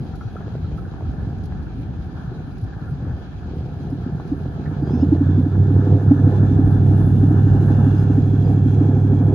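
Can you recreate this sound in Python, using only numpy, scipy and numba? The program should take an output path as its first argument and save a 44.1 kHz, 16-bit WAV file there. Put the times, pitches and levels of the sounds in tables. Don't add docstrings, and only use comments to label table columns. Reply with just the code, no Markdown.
import sys
import numpy as np
from scipy import signal
from scipy.fft import rfft, irfft, next_fast_len
from scipy.io import wavfile
from scipy.ndimage import uniform_filter1d
from numba import njit

SR = 44100
rng = np.random.default_rng(int(sys.argv[2]) if len(sys.argv) > 2 else 0)


def waveform_to_disk(signal):
    frames = np.transpose(np.atleast_2d(signal))
    scaled = np.clip(frames, -1, 1) * 32767
    samples = np.round(scaled).astype(np.int16)
    wavfile.write(sys.argv[1], SR, samples)


N = 411894

CYCLE = 8
POP_PUSH_S, POP_LEAD_S = 6e-4, .0085


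def undb(db):
    return 10 ** (np.asarray(db) / 20)


def level(x, db):
    return x * undb(db) / np.sqrt(np.mean(x ** 2))


def steady(x):
    return x / np.sqrt(uniform_filter1d(x ** 2, SR // 2))


def curves(rows):
    s, *columns = np.transpose(rows)
    return [np.interp(np.arange(N) / SR, s, c) for c in columns]


@njit
def resonate(x, g, k):
    y, b, l, moves = np.empty(len(x)), 0., 0., len(g) > 1
    for i in range(len(x)):
        j = i * moves
        v = (b + g[j] * (x[i] + 1e-18 - l)) / (1 + g[j] * (g[j] + k[j]))
        b, l, y[i] = 2 * v - b, l + 2 * g[j] * v, k[j] * v
    return y


def svf(x, hz, width_hz):
    hz = np.atleast_1d(hz)
    return resonate(x, np.tan(np.pi * hz / SR), width_hz / hz)


def ring(x, modes):
    return sum(undb(db) * svf(x, hz, width) for hz, width, db in modes)


def twice(x, modes):
    return ring(ring(x, modes), modes)


def thrice(x, modes):
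    return ring(twice(x, modes), modes)


def hollow(sides, hz, width_hz):
    return np.array([twice(side, [(hz, width_hz, 0)]) for side in sides])


def clicks(s, size, push_s):
    at = np.clip(np.asarray(s) * SR, 0, N - 2)
    i = at.astype(int)
    train = np.bincount(i, size * (i + 1 - at), N) + np.bincount(i + 1, size * (at - i), N)
    return signal.oaconvolve(train, signal.windows.gaussian(257, push_s * SR), "same")


def walk(rate_hz):
    k = int(SR / rate_hz)
    steps = np.repeat(rng.standard_normal(N // k + 1), k)
    return uniform_filter1d(uniform_filter1d(steps, k), k)[:N] * 4 / 3


def place(out, start_s, burst):
    i = int(start_s * SR)
    out[..., i:i + burst.shape[-1]] += burst


def water(colour, alike, grain_db, flicker_db, rate_hz):
    size = next_fast_len(N)
    hz, db = np.transpose(colour)
    bin_hz = np.arange(size // 2 + 1) * SR / size
    gain = undb(np.interp(np.log(bin_hz + 1), np.log(hz), db, -90, -90))
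    grains = rng.standard_normal((2, N)) * undb(grain_db * np.minimum(rng.exponential(1, (2, N)), 5))
    grains = grains * undb(flicker_db * walk(rate_hz))
    mid, side = irfft(rfft(grains, size) * gain, size)[:, :N]
    alike = np.clip(alike, -1, 1)
    return level(np.sqrt(1 + alike) * mid + np.sqrt(1 - alike) * side * np.array([[1], [-1]]), 0)


def river():
    # time_s, level_db
    rumble = [(0, -28.5), (.6, -29), (1.3, -26), (2.0, -29.5), (2.5, -29.5), (3.4, -31.5), (4.7, -29),
              (6.0, -37), (6.6, -19.5), (7.6, -24.5), (8.3, -28), (9.34, -33)]
    # freq_hz, relative_db (per Hz)
    colour = [(15, -49), (25, -18.5), (53, 0.5), (81, -1.5), (207, -8), (421, -21), (548, -43),
              (769, -19.5), (1000, -49.5), (1300, -77), (2200, -120)]
    return undb(curves(rumble)[0]) * water(colour, 0.66, 2.5, 0.3, 7.7)


def bird():
    # [(multiple of pitch, relative_db)]
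    calls = [(0.15, 0.23, 0.45, 800, 875, -71, .007, [(3, 5), (4, 9), (7, 1)]),
             (0.735, 0.75, 0.775, 3050, 3330, -56, .006, [(1, 0)]),
             (4.82, 4.88, 4.93, 795, 832, -62, .005, [(4, 2), (6, 4), (8, -5)]),
             (4.9, 4.96, 5.015, 835, 905, -58, .004, [(3, 0), (4, 1), (6, 6), (7, -1)]),
             (4.985, 5.02, 5.05, 4700, 5250, -58, .03, [(.56, 5), (.7, 0), (1, 1), (1.3, -3)]),
             (7.95, 8.0, 8.05, 5060, 5060, -60, .006, [(1, 0)]),
             (8.42, 8.458, 8.5, 4750, 4860, -56, .015, [(1, 0)])]
    edge_db = -10
    out, t = np.zeros(N), np.arange(N) / SR
    for start, loudest, end, hz, end_hz, db, waver, partials in calls:
        pitch_hz = np.interp(t, [start, end], [hz, end_hz]) * (1 + waver * walk(97))
        turn = 2 * np.pi * np.cumsum(pitch_hz) / SR
        parts = sum(undb(part_db + 3 * walk(80)) * np.sin(m * turn) for m, part_db in partials)
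        swell_db = np.interp(t, [start, loudest, end], [edge_db, 0, edge_db])
        out += undb(db + swell_db) * (t > start) * (t < end) * parts
    return out * np.array([[1.2], [.8]])


def slaps():
    # start_s, level_db, pitch_hz
    events = [(0.135, -38, 1400), (0.207, -31.5, 1324), (0.2753, -46, 1440), (0.3634, -29.5, 1353),
              (0.41, -37, 1490), (0.5517, -41, 1505), (0.641, -38.5, 1330), (0.777, -35, 1300),
              (0.848, -38, 1480), (0.9896, -44, 1420), (1.05, -44, 1320), (1.519, -44, 1630),
              (1.665, -40, 1470), (2.004, -47, 1600), (2.3776, -39.5, 1466), (2.732, -37.5, 1570),
              (2.877, -35.5, 1400), (3.102, -41, 1500), (3.259, -44, 1640), (4.1975, -39, 1290),
              (4.6544, -35, 1780)]
    rise_s, t60_s = .0014, .091
    roughness, width = .9, .3
    out, t = np.zeros((2, N + SR)), np.arange(SR // 8) / SR
    swell = (1 - np.exp(-t / rise_s)) ** 2 * np.exp(-np.log(1000) * t / t60_s)
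    for (s, db, hz), side_db in zip(events, rng.uniform(-2.9, 2, len(events))):
        noise = thrice(rng.standard_normal(len(t)), [(hz, width * hz, 0)])
        burst = swell * (np.sin(2 * np.pi * hz * t) + roughness * noise / noise.std())
        place(out, s, undb(db + np.array([[side_db], [-side_db]])) * burst / np.abs(burst).max())
    return out[:, :N]


def ticks():
    # start_s, level_db
    events = [(0.1531, -52), (0.7736, -57), (1.3798, -56), (1.434, -52), (1.453, -50), (1.622, -60),
              (2.578, -54), (2.6105, -57), (2.6364, -54), (3.898, -55), (4.2727, -57)]
    rise_s, decay_s = .0013, .0044
    low_db = 4.5
    out, t = np.zeros((2, N + SR)), np.arange(SR // 8) / SR
    for s, db in events:
        for channel in out:
            noise = rng.standard_normal(len(t)) * t / rise_s * np.exp(-t / decay_s)
            low = svf(svf(noise, 4800, 4000), 4300, 4000)
            place(channel, s, undb(db) * (svf(noise, 10000, 2360) + undb(low_db) * low))
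    return out[:, :N]


def ripples():
    # freq_hz, relative_db (per Hz)
    colour = [(1120, -37), (1900, 0.5), (2660, -2.5), (3320, -2.5), (3640, -3), (3930, -3), (4330, -3),
              (4740, -7), (5480, -7), (6600, -12), (8000, -24), (10400, -58.5), (17600, -120)]
    bands_hz, width_hz = (2500, 3250, 4000, 4750, 6400), 420
    lap = water(colour, -.1, 3.1, 1.3, 45)
    out = .7 * lap
    for hz in bands_hz:
        out = out + undb(2.5 * walk(24)) * np.array([svf(side, hz, width_hz) for side in lap])
    return level(out, 0)


def jet_stream():
    # freq_hz, relative_db (per Hz)
    colour = [(1120, -33), (1900, -3), (2160, -6), (2420, -5), (3070, -6), (3660, -6), (4010, -4),
              (4440, -12), (4860, -10), (5610, -13), (6290, -8), (6920, -12), (8000, -23), (10400, -53),
              (17600, -120)]
    # time_s, upper_hz, upper_db, middle_hz, middle_db, lower_hz, lower_db
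    jet_tones = [(5, 3540, 0, 2830, 2, 2400, -15), (5.3, 3460, 13, 2870, 1, 2400, -12.5),
                 (5.9, 3560, 3.5, 2860, -9.5, 2390, -15), (6.6, 3450, 6, 2830, -2, 2350, -8),
                 (7.5, 3500, 2.5, 2850, 4.5, 2400, -12), (8.5, 3300, 5, 2680, 0.5, 2370, 0.5),
                 (9.34, 3340, 7.5, 2780, -9.5, 2400, 3.5)]
    width_hz = 370
    plain = water(colour, -0.032, 4.0, 1.4, 30)
    stream, tones = plain, curves(jet_tones)
    for hz, db in zip(tones[::2], tones[1::2]):
        stream = stream + undb(db + 2.2 * walk(9)) * hollow(plain, hz, width_hz)
    return stream


def churn(churn_db, jet):
    # freq_hz, relative_db (per Hz)
    colour = [(530, 1), (900, 1.5), (1090, -3.5), (1370, 2), (1690, 0), (1790, -1.5), (1910, -42.5),
              (2000, -26.5), (2600, -58), (4400, -120)]
    froth_hz, froth_width_hz, froth_db = 785, 130, .5
    wash = undb(churn_db) * water(colour, 0.27, 3.4, 1.8, 25) * undb([[.7], [-.7]])
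    froth = hollow(water(colour, 0.39, 2.2, 2.5, 12), froth_hz, froth_width_hz)
    return wash + jet * undb(churn_db + froth_db) * level(froth, 0)


def spray(spray_db):
    # freq_hz, relative_db (per Hz)
    colour = [(5180, -47), (8800, -19), (9390, -4), (10100, 0), (12400, -7), (13600, -21), (14700, -6),
              (15600, -7.5)]
    return undb(spray_db) * water(colour, -0.32, 3.2, 2.2, 25)


def thuds():
    # start_s, relative_db, pitch_hz
    events = [(0.248, -13, 110), (0.532, -13.5, 126), (0.618, -13, 86), (0.72, -10, 71), (1.021, -13, 85),
              (1.078, -13, 61), (1.199, -13, 61.9), (1.299, -18, 141), (1.587, -14, 70.0),
              (1.787, -14, 104), (1.988, -12.5, 60.7), (2.145, -18, 86), (2.275, -14, 127),
              (2.624, -13, 102), (2.912, -12.5, 141.6), (3.129, -16, 80.7)]
    rise_s, t60_s, gain_db = .008, .13, -4
    out, t = np.zeros(N + SR), np.arange(SR // 4) / SR
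    swell = (1 - np.exp(-t / rise_s)) * np.exp(-np.log(1000) * t / t60_s)
    for s, db, hz in events:
        burst = swell * np.sin(2 * np.pi * hz * t)
        place(out, s, undb(db + gain_db) * burst / np.abs(burst).max())
    return out[:N]


def spits():
    # start_s, peak_db, pitch_hz
    events = [(0.135, -39, 610), (0.212, -31, 821), (0.357, -21, 452), (0.407, -29, 765), (0.48, -26, 474),
              (0.552, -22, 470), (0.648, -37, 460), (0.715, -27, 452), (0.865, -31, 452), (0.939, -34, 859),
              (1.008, -26, 791), (1.023, -25, 452), (1.139, -34, 463), (1.523, -26.5, 760),
              (1.939, -39, 770), (3.004, -38, 500), (3.1, -36, 487), (3.81, -32, 448), (4.199, -23, 713),
              (4.457, -28, 573), (4.611, -42.5, 692), (4.656, -31, 528), (4.872, -29, 676),
              (4.896, -23, 670), (4.996, -26, 646), (5.032, -19, 490), (5.151, -23, 519), (5.269, -26, 530),
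              (7.076, -27.5, 452), (7.75, -23, 510), (8.367, -33, 452), (9.214, -24, 730)]
    width, t60_s, click_s = .45, .03, .00012
    out, t = np.zeros(N + SR), np.arange(SR // 16) / SR
    for s, db, hz in events:
        tail = np.exp(-np.log(1000) * t / t60_s) * rng.standard_normal(len(t))
        push = tail + 6 * np.exp(-t / click_s)
        burst = svf(svf(push, hz, width * hz), hz, 2 * width * hz)
        place(out, s, undb(db) * burst / np.abs(burst).max())
    return out[:N]


def gurgle(at, gurgle_db):
    # pitch_hz, width_hz (per pass), gain_db (per pass)
    modes = [(389.5, 131, 6), (490, 80, 3), (625, 110, -7), (686.4, 124, 3), (805, 43, -4)]
    lump_db = 3
    size = undb(4.2 * rng.standard_normal(len(at))) * np.sign(rng.standard_normal(len(at)))
    puffs = clicks(at, size, .00061) + .53 * rng.standard_normal(N)
    return undb(gurgle_db + lump_db * walk(13)) * steady(twice(puffs, modes))


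def bark(at, firing_db):
    modes, bark_db = [(391.8, 30, 0)], -13
    unit = np.abs(twice(clicks([.01], 1., POP_PUSH_S), modes)).max()
    size = undb(firing_db + bark_db + 2 * rng.standard_normal(len(at)))
    return twice(clicks(at, size, POP_PUSH_S), modes) / unit


def pops(k, beat, firing_db):
    # time_s, level_db
    hard_pops = [(3.926, -18), (4.323, -15), (4.46, -25.5), (4.591, -17), (4.719, -21.5), (4.828, -16.5),
                 (4.94, -9.5), (5.031, -8.5), (5.126, -7), (5.213, -8.5), (5.296, -10), (5.381, -7),
                 (5.465, -16.5), (5.561, -11.5), (5.641, -20), (5.712, -10), (5.951, -11), (6.114, -6),
                 (6.274, -6.5), (6.355, -23.5), (6.433, -7.5)]
    # pitch_hz, width_hz (per pass), gain_db (per pass)
    modes = [(267, 72.4, 1.5), (296, 19, -9)]
    wander, roughness, tail_s = .045, .12, .014
    hard_s, hard_db = np.transpose(hard_pops)
    one = (k % CYCLE == 0) & (np.abs(beat[:, None] - hard_s).min(axis=1) > .04)
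    size = undb(firing_db + 1.2 * rng.standard_normal(len(k)))[one]
    push = clicks(beat[one] - POP_LEAD_S, size, POP_PUSH_S)
    push += clicks(hard_s - POP_LEAD_S, undb(hard_db), POP_PUSH_S)
    unit = np.abs(thrice(clicks([.01], 0.93, POP_PUSH_S), modes)).max()
    rush = signal.lfilter([1 / (POP_PUSH_S * SR)], [1, -np.exp(-1 / (tail_s * SR))], push)
    push += roughness * svf(rng.standard_normal(N), 260, 560) * 8 * rush
    bend = 1 + wander * walk(12)
    return thrice(push, [(hz * bend, width, db) for hz, width, db in modes]) / unit


def exhaust(k, at, scatter_db, throttle):
    # pitch_hz, width_hz, gain_db
    pipe = [(89.5, 29.8, 12.5), (277, 42, -17), (427, 55, -26.5)]
    # pitch_hz, width_hz, gain_db
    cross_pipe = [(58, 19, -27.5), (144.2, 24, 22), (175, 22, 7), (268, 37, -39.5)]
    bank = [1, -1, 1, 1, -1, 1, -1, -1]
    cylinder_db = [0, -.5, -4.5, 1, 2, .5, .5, -.5]
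    cross_db, sub_db = (-7.5, 3, -3.5), (-4, -13, -17)
    chance = np.clip(rng.standard_normal(len(k)), -2, 1)
    size = undb(scatter_db * chance + np.array(cylinder_db)[k % CYCLE])
    pipes = level(ring(clicks(at, size, .00054), pipe), 0)
    cross = ring(clicks(at, size * np.array(bank)[k % CYCLE], .00053), cross_pipe)
    pipes += undb(throttle(cross_db)) * level(cross, 0)
    sub = ring(rng.standard_normal(N), [(70, 6.7, 2.5), (141, 110, 25)])
    pipes += undb(throttle(sub_db)) * level(svf(sub, 110, 160), 0)
    return steady(pipes)


def engine(gurgle_db):
    # time_s, rate_hz
    speed = [(0, 46), (3.3, 46), (3.9, 61.26), (4.6, 59.91), (4.8, 70.63), (5.0, 86.36), (5.3, 94.7),
             (5.6, 97.84), (6.0, 100.05), (7.0, 99.97), (7.6, 101.33), (8.3, 101.38), (9.34, 101.7)]
    # time_s, exhaust_db, pop_db (once-a-cycle pop)
    loudness = [(0, -20, -55), (.2, -39, -52), (.45, -26, -48), (.6, -22.5, -53), (.9, -32, -37),
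                (1.1, -27, -41), (1.5, -32, -41), (1.85, -26, -30), (2.55, -29.5, -42), (2.7, -24.5, -40),
                (2.95, -28, -42), (3.41, -29.5, -46), (3.65, -23.5, -34.5), (4.55, -25.5, -25.5),
                (4.97, -15.5, -21), (5.25, -15, -30), (5.37, -8.5, -13), (5.47, -16.5, -21),
                (5.58, -10, -13), (6.0, -11.5, -15), (6.8, -10, -11.5), (7.6, -9.5, -12.5),
                (8.0, -11.5, -12.5), (9.34, -11, -13)]
    # time_s, exhaust_swing_db, pop_swing_db
    lope_swing = [(5.5, 1, -5), (5.6, 1, -1.5), (6.0, 5.5, 2.5), (6.35, 3.5, 4), (6.6, -0.5, 3),
                  (6.85, 0.5, 0)]
    pop_s, fire_lead = 3.935, -.09
    lope_s, lope_lead = 6.108, 1.8
    throttle_hz, scatter_db = (46, 62, 100), (3.5, 2.5, 1.7)
    slip_gaps, lump_db, lump_rate_hz = (.25, .2, .03), (3.5, 1, .3), 9
    t = np.arange(N) / SR
    firing_hz = curves(speed)[0]

    def throttle(settings):
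        return np.interp(firing_hz, throttle_hz, settings)

    fired = np.cumsum(firing_hz) / SR
    fired -= np.interp(pop_s, t, fired)
    k = np.arange(np.ceil(fired[0]), fired[-1]).astype(int)
    beat = np.interp(k, fired, t)
    slip = np.interp(beat, t, throttle(slip_gaps)) * rng.standard_normal(len(k))
    at = np.interp(k - fire_lead + slip, fired, t)

    exhaust_db, pop_db = curves(loudness)
    swing_db, pop_swing_db = curves(lope_swing)
    lope = 2 * np.pi * (fired - np.interp(lope_s, t, fired)) / (2 * CYCLE)
    exhaust_db += swing_db * np.cos(lope + np.pi * lope_lead / CYCLE)
    exhaust_db += throttle(lump_db) * walk(lump_rate_hz)
    pop_db += pop_swing_db * np.cos(lope)
    firing_db = np.interp(beat, t, pop_db)

    early = k % CYCLE == 5
    out = undb(exhaust_db) * exhaust(k, at, np.interp(beat, t, throttle(scatter_db)), throttle)
    out += pops(k, beat, firing_db) + bark(at[early], firing_db[early])
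    return out + thuds() + spits() + gurgle(at, gurgle_db)


def scene():
    # time_s, gurgle_db, churn_db, hiss_db, spray_db
    wash_levels = [(0, -42, -49, -54.5, -69), (.54, -46, -47.5, -57, -72.5), (3.33, -51, -46, -57, -71.5),
                   (3.67, -38.5, -48, -56, -71), (4.81, -37, -42.5, -55, -70),
                   (5.0, -28.5, -44, -54.5, -68.5), (5.5, -31, -41.5, -55, -66.5),
                   (7.08, -32, -39.5, -53.5, -59.5), (7.7, -31.5, -39, -52.5, -61),
                   (8.4, -30.5, -43, -52.5, -61.5), (9.34, -28, -43.5, -56.5, -66.5)]
    # time_s, left_minus_right_db
    pan = [(0, 0.5), (.54, 0.5), (3.4, 0.5), (5.0, -2), (9.34, -2)]
    # time_s, power_share
    jet_share = [(0, 0.074), (4.6, 0.064), (5.4, 0.4), (9.34, 0.92)]
    lag_s = 9e-5
    gurgle_db, churn_db, hiss_db, spray_db = curves(wash_levels)
    pan_db = curves(pan)[0]
    jet = np.clip(curves(jet_share)[0], 0, 1)
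    hiss = undb(hiss_db) * (np.sqrt(1 - jet) * ripples() + np.sqrt(jet) * jet_stream())
    wash = churn(churn_db, jet) + hiss + spray(spray_db)
    boat = engine(gurgle_db)
    late = np.interp(np.arange(N) - lag_s * SR, np.arange(N), boat)
    near = np.array([boat, late]) * undb(np.array([pan_db, -pan_db]) / 2)
    return river() + bird() + slaps() + ticks() + wash + near


def record(dry):
    bass_hz, top_hz = 42, 15750
    bass = signal.butter(4, bass_hz, "high", fs=SR, output="sos")
    top = signal.ellip(8, .2, 70, top_hz, fs=SR, output="sos")
    return signal.sosfilt(np.vstack([bass, top]), np.tanh(0.61 * dry) / 0.81)


dry = scene()
out = record(dry)
waveform_to_disk(out)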